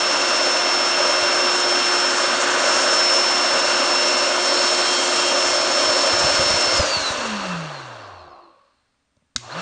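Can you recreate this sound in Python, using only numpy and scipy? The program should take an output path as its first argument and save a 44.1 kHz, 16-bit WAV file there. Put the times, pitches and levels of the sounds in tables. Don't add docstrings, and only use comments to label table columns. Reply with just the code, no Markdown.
import sys
import numpy as np
from scipy import signal
from scipy.fft import rfft, irfft
from scipy.io import wavfile
from scipy.ndimage import uniform_filter1d

SR = 44100
rng = np.random.default_rng(int(sys.argv[2]) if len(sys.argv) > 2 else 0)


def unload_wav(signal):
    wavfile.write(
        sys.argv[1],
        SR,
        np.round(np.clip(np.atleast_2d(signal).T, -1, 1) * 32767).astype(np.int16),
    )


N = 423801
TIME = np.arange(N) / SR
FREQS = np.maximum(np.arange(N // 2 + 1) * SR / N, 1)
OFF_S, ON_S = 6.755, 9.361
BLADES, MAINS_HZ = 15, 60

# freq_hz, level_db
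ROOM_SPECTRUM = [(18, -36.5), (30, -5.5), (71, 0.5), (175, -10), (270, -1.5), (326, -14), (1500, -13.5),
                 (1730, -15), (7990, -24.5), (9000, -21.5), (11700, -54.5), (19800, -120)]
# start_s, end_s, level_db
PALM_RUBS = [(5.45, 6.0, -59), (6.12, 6.578, -47), (6.65, 7.15, -48.5), (7.15, 7.65, -55), (7.65, 8.3, -67)]
# start_s, level_db
HAND_BUMPS = [(1.219, -36), (3.529, -40), (5.668, -42), (6.132, -29), (6.239, -25), (6.390, -21),
              (6.502, -23), (6.534, -30), (6.676, -36), (6.796, -17.5), (6.878, -42), (6.964, -28),
              (7.099, -27), (7.325, -40), (7.405, -41), (7.548, -37), (7.612, -45), (9.169, -53),
              (9.222, -59), (9.358, -29.5)]
# pitch_hz, level_db, t60_s
THUD_MODES = [(55, -9, .1), (88, -1.5, 0.073), (140, -6.5, 0.061), (227, -3, .05), (330, -15.5, .04),
              (580, -6.5, .035)]
# start_s, level_db
SWITCH_CONTACTS = [(9.168, -55), (9.3612, -0.5), (9.3628, -13), (9.3643, -11), (9.368, -18), (9.381, -24)]
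# pitch_hz, level_db, t60_s
PLASTIC_MODES = [(250, -35, 0.062), (636, -41, .03), (1090, -34, 0.033), (1320, -26, 0.017),
                 (1510, -21.5, 0.021), (2600, -27, 0.0075), (3360, -17, 0.01), (3860, -11.5, 0.0096),
                 (4600, -13, 0.01), (5500, -13, 0.01), (6300, -14, 0.018), (7000, -14, 0.009),
                 (8250, -21, 0.0065)]

# pitch_hz, half_width_hz, level_db, best_turns_per_s, spread_octaves
DRONE_MODES = [(1120, 55, -63, 46, .5), (560, 40, -62.5, 50, .4), (2680, 130, -68.5, 80, 0.55),
               (1095, 120, -48.5, 91, .72), (724, 200, -45.5, 111, 0.79), (2680, 120, -46.5, 210, .35),
               (1270, 35, -41, 192, 0.22)]
# centre_hz, width_hz, gain_db
FRAME_PEAKS = [(2680, 350, 9.5), (4195, 750, 21.5), (5110, 380, 15)]
# multiple, level_db
CHIRP_PARTIALS = [(30, -49.5), (48, -61), (50, -55.5), (60, -56), (70, -54), (78, -62)]
# turns_per_s, gain_db
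SHAKE_BY_SPEED = [(45, -51.5), (68, -35), (82, -15), (112, -9.5), (136, -6), (166, 7.5), (180, 9),
                  (192, 0.5), (212, 9.5), (240, -1), (265, -11), (317, -10.5), (357, 0)]
# time_s, level_db
SHAKE_LEVEL = [(0.0, -36.5), (0.6, -38), (1.71, -31.5), (2.46, -35.5), (3.4, -36.5), (5.22, -33.5),
               (6.71, -39.5), (6.75, -34.5)]
# multiple, level_db, mains_throb_depth
MOTOR_PARTIALS = [(2, -38.5, .1), (4, -39, .3), (6, -39, 0.6), (7, -46, .9), (8, -42, 1), (10, -48.5, 0.7),
                  (12, -48, 0.5)]
# multiple, side (-1 below, +1 above), level_db
MAINS_SIDEBANDS = [(9, -1, -48), (10, 1, -49)]
# time_s, level_db
NINTH_LEVEL = [(0.0, -39.5), (0.45, -43.5), (1.14, -38.5), (1.45, -42), (1.75, -37), (1.9, -41),
               (2.82, -40), (3.16, -47.5), (3.65, -46), (4.1, -40.5), (4.14, -50), (4.49, -35.5),
               (4.53, -42.5), (4.87, -35), (5.0, -34), (5.12, -41.5), (5.19, -34.5), (5.29, -35.5),
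               (5.35, -39), (6.75, -40.5)]

# freq_hz, level_db
AIR_SPECTRUM = [(25, -46.5), (60, -31), (185, -22.5), (250, -10), (420, -10.5), (750, -6), (1050, -2.5),
                (1550, -2.5), (1900, -5.5), (3600, -6), (5750, -6.5), (6900, -6), (7700, -13), (8900, -23),
                (9350, -41.5)]
# centre_hz, width_hz, gain_db
HOUSING_PEAKS = [(287.7, 70, 5), (368, 50, 3), (471, 33, 4), (543, 83, 8.5), (594.4, 40, 7), (631, 40, 6.5),
                 (998, 76, 2), (1213, 62, 2), (2741, 190, 8.5), (4450, 600, 3.5), (4870, 300, -9),
                 (5660, 670, 4), (8690, 870, 8.5)]
# turns_per_s, rush_db, hiss_db
AIR_GAINS = [(8, -59.5, -66.5), (24.97, -48, -66), (56.3, -39, -59), (98.7, -18, -35), (186, -5, -14.5),
             (266, -2, -5.5), (353, 0, 0)]
# time_s, level_db
POWERED_RUSH = [(0.05, -24.5), (1.92, -24), (2.79, -23.5), (3.25, -24), (3.81, -23), (3.85, -23.5),
                (4.25, -24), (4.42, -24.5), (4.6, -24), (5.46, -25), (6.2, -23.5), (6.7, -25)]
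# time_s, level_db
POWERED_HISS = [(0.0, -30), (2.58, -30), (2.68, -25.5), (2.9, -27), (3.03, -26.5), (3.35, -29), (4.33, -30),
                (4.5, -29), (5.5, -28), (5.65, -29), (5.9, -28), (6.7, -28)]
# time_s, level_db
CAVITY_SWELL = [(0.0, -28), (0.55, -24.5), (0.8, -28), (1.15, -23.5), (1.45, -26), (1.56, -31), (1.73, -25),
                (1.93, -30), (2.3, -25), (3.2, -25), (3.34, -29.5), (3.48, -26), (4.75, -24), (4.95, -28.5),
                (5.2, -26), (5.6, -24), (6.05, -24), (6.72, -24), (7.0, -28.5)]
# time_s, gain_db
NOZZLE_LIFT = [(1.9, 0.5), (2.2, 3), (2.9, 2.5), (3.25, -0.7), (3.7, 0.5), (3.95, -1.3)]
# time_s, gain_db
GRIP_LIFT = [(1.9, -0.3), (3.2, -0.1), (4.2, 1.5), (4.35, -2), (4.48, 5), (4.92, 5), (5.02, 3), (5.6, 2.5),
             (6.5, 4)]
# time_s, gain_db
NARROW_LIFT = [(0.1, 2.5), (1.4, 2.5), (1.7, -4), (1.8, 4.5), (1.98, 0), (2.6, -.7), (3.55, 1), (3.8, 2.5),
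               (4.26, 3.5), (4.42, -2), (5.05, -0.5), (5.35, 2), (5.52, -2.7), (5.8, -3.5), (6.15, 0),
               (6.75, 0), (7.3, 2.5), (7.75, -2)]
# time_s, gain_db
HISS_LIFT = [(0.3, -1), (1.25, -1.5), (2.2, 1.5), (2.8, 0.5), (3.05, -1), (3.4, 0), (4.35, 1), (4.55, 2.3),
             (5.05, 2.3), (5.4, .3), (5.97, 1), (6.7, -0.5)]
# centre_hz, width_hz, gain_db
OUTLET_PEAKS = [(2670, 220, 16.5), (3984, 440, 20), (4460, 690, 22), (5220, 730, 20)]
# time_s, pitch_hz, level_db
BLADE_TONE = [(0.0, 5350, -25), (0.58, 5356, -23.5), (2.08, 5354, -23.5), (2.15, 5352, -29.5),
              (2.24, 5354, -24), (2.33, 5355, -26.5), (2.39, 5356, -32.5), (2.58, 5356, -33.5),
              (2.7, 5356, -23.5), (2.84, 5354, -26), (3.03, 5352, -19.5), (3.22, 5352, -20),
              (3.38, 5354, -23.5), (3.89, 5360, -26), (3.93, 5358, -21), (4.38, 5361, -27.5),
              (4.47, 5358, -22.5), (4.95, 5359, -25.5), (5.08, 5360, -30), (5.2, 5357, -24),
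              (5.7, 5353, -26), (5.77, 5354, -23), (6.75, 5351, -23)]


def from_db(db):
    return np.exp(np.asarray(db) * np.log(10) / 20)


def unit_rms(x):
    return x / np.sqrt(np.mean(x ** 2) + 1e-20)


def in_time(rows):
    times, *columns = np.transpose(rows)
    return [np.interp(TIME, times, column) for column in columns]


def at_hz(points, hz):
    freqs, values = np.transpose(points)
    return np.interp(np.log(hz), np.log(freqs), values)


def peaks_db(resonances, hz):
    return sum(db / (1 + (2 * (hz - centre) / width) ** 2) ** 2 for centre, width, db in resonances)


def rolloff(ratio, power):
    return 1 / (1 + ratio ** power)


def drift(rate_hz, hop=40):
    pole = np.exp(-2 * np.pi * hop * rate_hz / SR)
    white = rng.standard_normal(N // hop + 3002)
    slow = unit_rms(signal.lfilter([1], [1, -2 * pole, pole * pole], white)[3000:])
    return np.interp(np.arange(N) / hop, np.arange(len(slow)), slow)


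def noise(shape):
    return unit_rms(irfft(rfft(rng.standard_normal(N)) * shape, N))


def lift(x, curve, centre_hz, width_hz):
    band = irfft(rfft(x) * np.exp(-((FREQS - centre_hz) / width_hz) ** 4), N)
    return x + (from_db(in_time(curve)[0]) - 1) * band


def partial(turns, multiple, wander_db, rough):
    phase = 2 * np.pi * (multiple * turns + rng.random()) + rough * drift(35)
    return np.sqrt(2) * np.sin(phase) * from_db(wander_db * drift(5.7) + 9.5 * rough * drift(35))


def decays(hits, gain_db, decay_s):
    start_s, db = np.transpose(hits)
    impulses = np.bincount((start_s * SR).astype(int), from_db(db + gain_db), N) + 1e-18
    return signal.lfilter([1], [1, -np.exp(-1 / (decay_s * SR))], impulses)


def strike(hits, modes, spread_db=2):
    start_s, hit_db = np.transpose(hits)
    scatter_db = spread_db * rng.standard_normal((len(hits), len(modes)))
    out = np.zeros(N)
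    for k, (hz, db, t60) in enumerate(modes):
        clicks = np.full(N, 1e-18)
        clicks[(start_s * SR).astype(int)] = from_db(hit_db + db + scatter_db[:, k])
        pole, angle = np.exp(-np.log(1000) / (t60 * SR)), 2 * np.pi * hz / SR
        feedback = [1, -2 * pole * np.cos(angle), pole * pole]
        out += (-1) ** k * signal.lfilter([0, np.sin(angle)], feedback, clicks)
    return out


def room_tone(level_db=-71):
    return from_db(level_db) * noise(from_db(at_hz(ROOM_SPECTRUM, FREQS)))


def reverb(x, wet_db, t60_s=0.32):
    age = TIME[:SR // 2]
    tail = rng.standard_normal(len(age)) * np.exp(-np.log(1000) * age / t60_s) * (age > .003)
    return x + from_db(wet_db) * signal.fftconvolve(x, tail / np.sqrt(np.sum(tail ** 2)))[:N]


def reflections(x, echo_db=-22, sway_s=.00008, count=4):
    treble = signal.sosfilt(signal.butter(2, 1700, "high", fs=SR, output="sos"), x)
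    for delay_s in rng.uniform(.002, .014, count):
        late = np.round((TIME - delay_s - sway_s * drift(0.3)) * SR).astype(int)
        x = x + from_db(echo_db) * treble[np.clip(late, 0, N - 1)] * (late >= 0)
    return x / np.sqrt(1 + count * from_db(2 * echo_db))


def handling(low_hz=55, high_hz=130):
    rubs = sum(from_db(db) * ((TIME > start) & (TIME < end)) for start, end, db in PALM_RUBS)
    rubs = uniform_filter1d(rubs, size=2000) * from_db(5 * drift(11))
    scuffs = uniform_filter1d(decays(HAND_BUMPS, gain_db=-10, decay_s=.014), size=300)
    rumble = noise(np.sqrt(rolloff(low_hz / FREQS, 6) * rolloff(FREQS / high_hz, 6)))
    return (rubs + scuffs) * rumble + strike(HAND_BUMPS, THUD_MODES)


def rocker_switch():
    burst = decays(SWITCH_CONTACTS, gain_db=-17, decay_s=.0021) * rng.standard_normal(N)
    crack = signal.sosfilt(signal.butter(2, [1700, 6300], "band", fs=SR, output="sos"), burst)
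    ring = strike(SWITCH_CONTACTS, PLASTIC_MODES)
    return from_db(0.5) * (reverb(ring, wet_db=-22) + reverb(crack, wet_db=-8))


def rotor_speed(friction=80.5, bearing_drag=.252, air_drag=.001302, spin_up_s=0.335):
    running = in_time(BLADE_TONE)[0] / BLADES
    falling, step = np.linspace(running[-1], 0, num=2000, retstep=True)
    braking = friction + bearing_drag * falling + air_drag * falling ** 2
    reached_s = OFF_S - np.cumsum(step / braking)
    coasting = np.interp(TIME, reached_s, falling)
    starting = running[-1] * (1 - np.exp(-np.maximum(TIME - ON_S, 0) / spin_up_s))
    return np.maximum(np.select([TIME < OFF_S, TIME < ON_S], [running, coasting], starting), 1)


def bearing_groan(speed, pitch_hz=348, best_speed=68, spread_octaves=0.36):
    cycles = np.cumsum(pitch_hz * (speed / best_speed) ** .14) / SR
    swell = rolloff(np.log2(speed / best_speed) / spread_octaves, 12)
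    return from_db(-58) * swell * partial(cycles, 1, wander_db=-1, rough=.35)


def case_drone(speed):
    out = 0
    for hz, half_width, db, best_speed, octaves in DRONE_MODES:
        swell = rolloff(np.log2(speed / best_speed) / octaves, 6)
        out += from_db(db) * swell * noise(rolloff((FREQS - hz) / half_width, 2))
    return out


def chirps_and_scrape(speed, turns, fade_speed=152, starting_db=8):
    share, jitter = speed / speed[0], .3 * drift(35)
    frame = from_db(peaks_db(FRAME_PEAKS, FREQS))
    radiated = frame * rolloff(FREQS / 6200, 12)
    tones = 0
    for multiple, db in CHIRP_PARTIALS:
        gain = from_db(db) * np.interp(multiple * speed, FREQS, radiated)
        tones += gain * np.sqrt(2) * np.sin(2 * np.pi * multiple * turns + jitter)
    beats = np.where(TIME > ON_S, 2 * MAINS_HZ * TIME, turns)
    throb = 1 + .6 * np.cos(2 * np.pi * beats)
    chirps = tones * share ** 1.84 * rolloff(speed / fade_speed, 20) * throb
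    scrape = from_db(-59) * share ** .76 * noise(np.sqrt(frame * rolloff(FREQS / 4900, 12)))
    return (chirps + scrape) * from_db(starting_db * (TIME > ON_S))


def inrush(hum_fade_s=0.3, fizz_fade_s=0.2):
    age = np.maximum(TIME - ON_S, 0)
    phase = 2 * np.pi * 2 * MAINS_HZ * age
    hum = sum(from_db(db) * np.sin(k * phase) for k, db in enumerate([0, -13, -11], 1))
    fizz = noise(from_db(at_hz(AIR_SPECTRUM, FREQS)) * FREQS / (FREQS + 2500)) * (age > 0)
    return from_db(-44) * (np.exp(-age / hum_fade_s) * hum + np.exp(-age / fizz_fade_s) * fizz)


def shake(speed, turns):
    free_db = -38 - 5 * (TIME > ON_S)
    drive_db = np.where(TIME < OFF_S, in_time(SHAKE_LEVEL)[0] + 0.5, free_db)
    swing = from_db(uniform_filter1d(drive_db, size=2000) + at_hz(SHAKE_BY_SPEED, speed))
    return swing * partial(turns, 1, wander_db=0.9, rough=0.036)


def motor(speed, turns):
    effort = (speed / np.max(speed)) ** 2.8
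    beats, running = 2 * MAINS_HZ * TIME, TIME < OFF_S
    mains = np.cos(2 * np.pi * beats) * running
    ninth = from_db(in_time(NINTH_LEVEL)[0] + 2.5) * partial(turns, 9, wander_db=1, rough=0.16)
    out = ninth * (1 + 0.14 * mains)
    for multiple, db, throb in MOTOR_PARTIALS:
        out += from_db(db) * partial(turns, multiple, wander_db=1.5, rough=0.13) * (1 + throb * mains)
    for multiple, side, db in MAINS_SIDEBANDS:
        cycles = multiple * turns + side * beats
        out += from_db(db) * partial(cycles, 1, wander_db=1.5, rough=0.1) * running
    return effort * out


def air_levels(speed):
    gains = np.array(AIR_GAINS)
    flow_db, jet_db = at_hz(gains[:, [0, 1]], speed), at_hz(gains[:, [0, 2]], speed)
    drop_db = -0.37 * (TIME > OFF_S)
    rush_db = in_time(POWERED_RUSH)[0] + flow_db + drop_db
    hiss_db = in_time(POWERED_HISS)[0] + jet_db + drop_db
    slack_db = np.maximum(flow_db, -7)
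    cavity_db = in_time(CAVITY_SWELL)[0] - 1.5 + flow_db + drop_db + 0.37 * slack_db
    outlet_db = rush_db - 9 + slack_db + in_time(GRIP_LIFT)[0]
    return rush_db, cavity_db, outlet_db, hiss_db


def air_rush(speed, turns, cavity_hz=585, outlet_hz=4300):
    rush_db, cavity_db, outlet_db, hiss_db = air_levels(speed)
    colour = from_db(at_hz(AIR_SPECTRUM, FREQS) + peaks_db(HOUSING_PEAKS, FREQS))
    deep, low = rolloff(FREQS / 330, 12), rolloff(FREQS / 1720, 16)
    upper, high = rolloff(1300 / FREQS, 12), rolloff(outlet_hz / FREQS, 12)
    cavity = np.exp(-((FREQS - cavity_hz) / 105) ** 4)
    outlet = np.exp(-((FREQS - outlet_hz) / 420) ** 2)

    def band(db, share):
        return from_db(db) * noise(colour * np.sqrt(share))

    roar = band(rush_db - 14 + 0.25 * (rush_db - np.median(rush_db)), deep)
    body = roar + band(rush_db - 2, (1 - upper) * (1 - cavity) * (1 - deep))
    body += band(cavity_db + 0.84 * drift(16), cavity)
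    body += band(rush_db - 4 + in_time(NOZZLE_LIFT)[0], low * upper)
    middle = band(0.7 * rush_db + 0.3 * hiss_db - 2, (1 - low) * (1 - high) * (1 - outlet))
    middle = lift(middle, NARROW_LIFT, centre_hz=2740, width_hz=180)
    middle += band(outlet_db, outlet)
    hiss = lift(band(hiss_db + 1.5, high * (1 - outlet)), HISS_LIFT, centre_hz=7700, width_hz=1100)
    chop = 1 + 0.175 * sum(np.cos(2 * np.pi * k * turns) for k in (1, 2, 3))
    return body * from_db(0.77 * drift(25)) + middle * chop + hiss * from_db(1.1 * drift(22))


def impeller_whine(speed, turns, stall_hz=1900):
    pitch_hz = BLADES * speed
    outlet_db = peaks_db(OUTLET_PEAKS, pitch_hz)
    db = in_time(BLADE_TONE)[1] + 0.4 + outlet_db - outlet_db[0] - 3 * (TIME > OFF_S)
    flow = (speed / speed[0]) ** 1.5 * rolloff(stall_hz / pitch_hz, 4)
    return from_db(db) * flow * partial(turns, BLADES, wander_db=0.7, rough=.065)


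def scene():
    speed = rotor_speed()
    turns = np.cumsum(speed) / SR
    pump = reflections(air_rush(speed, turns)) + case_drone(speed) + bearing_groan(speed) + inrush()
    pump += sum(source(speed, turns) for source in (motor, impeller_whine, chirps_and_scrape, shake))
    return np.tile(pump + room_tone() + handling() + rocker_switch(), (2, 1))


def record(dry):
    lowpass = signal.ellip(12, .1, 90, 9350, fs=SR, output="sos")
    return signal.sosfilt(lowpass, np.clip(dry, -.5, .5))


dry = scene()
out = record(dry)
unload_wav(out)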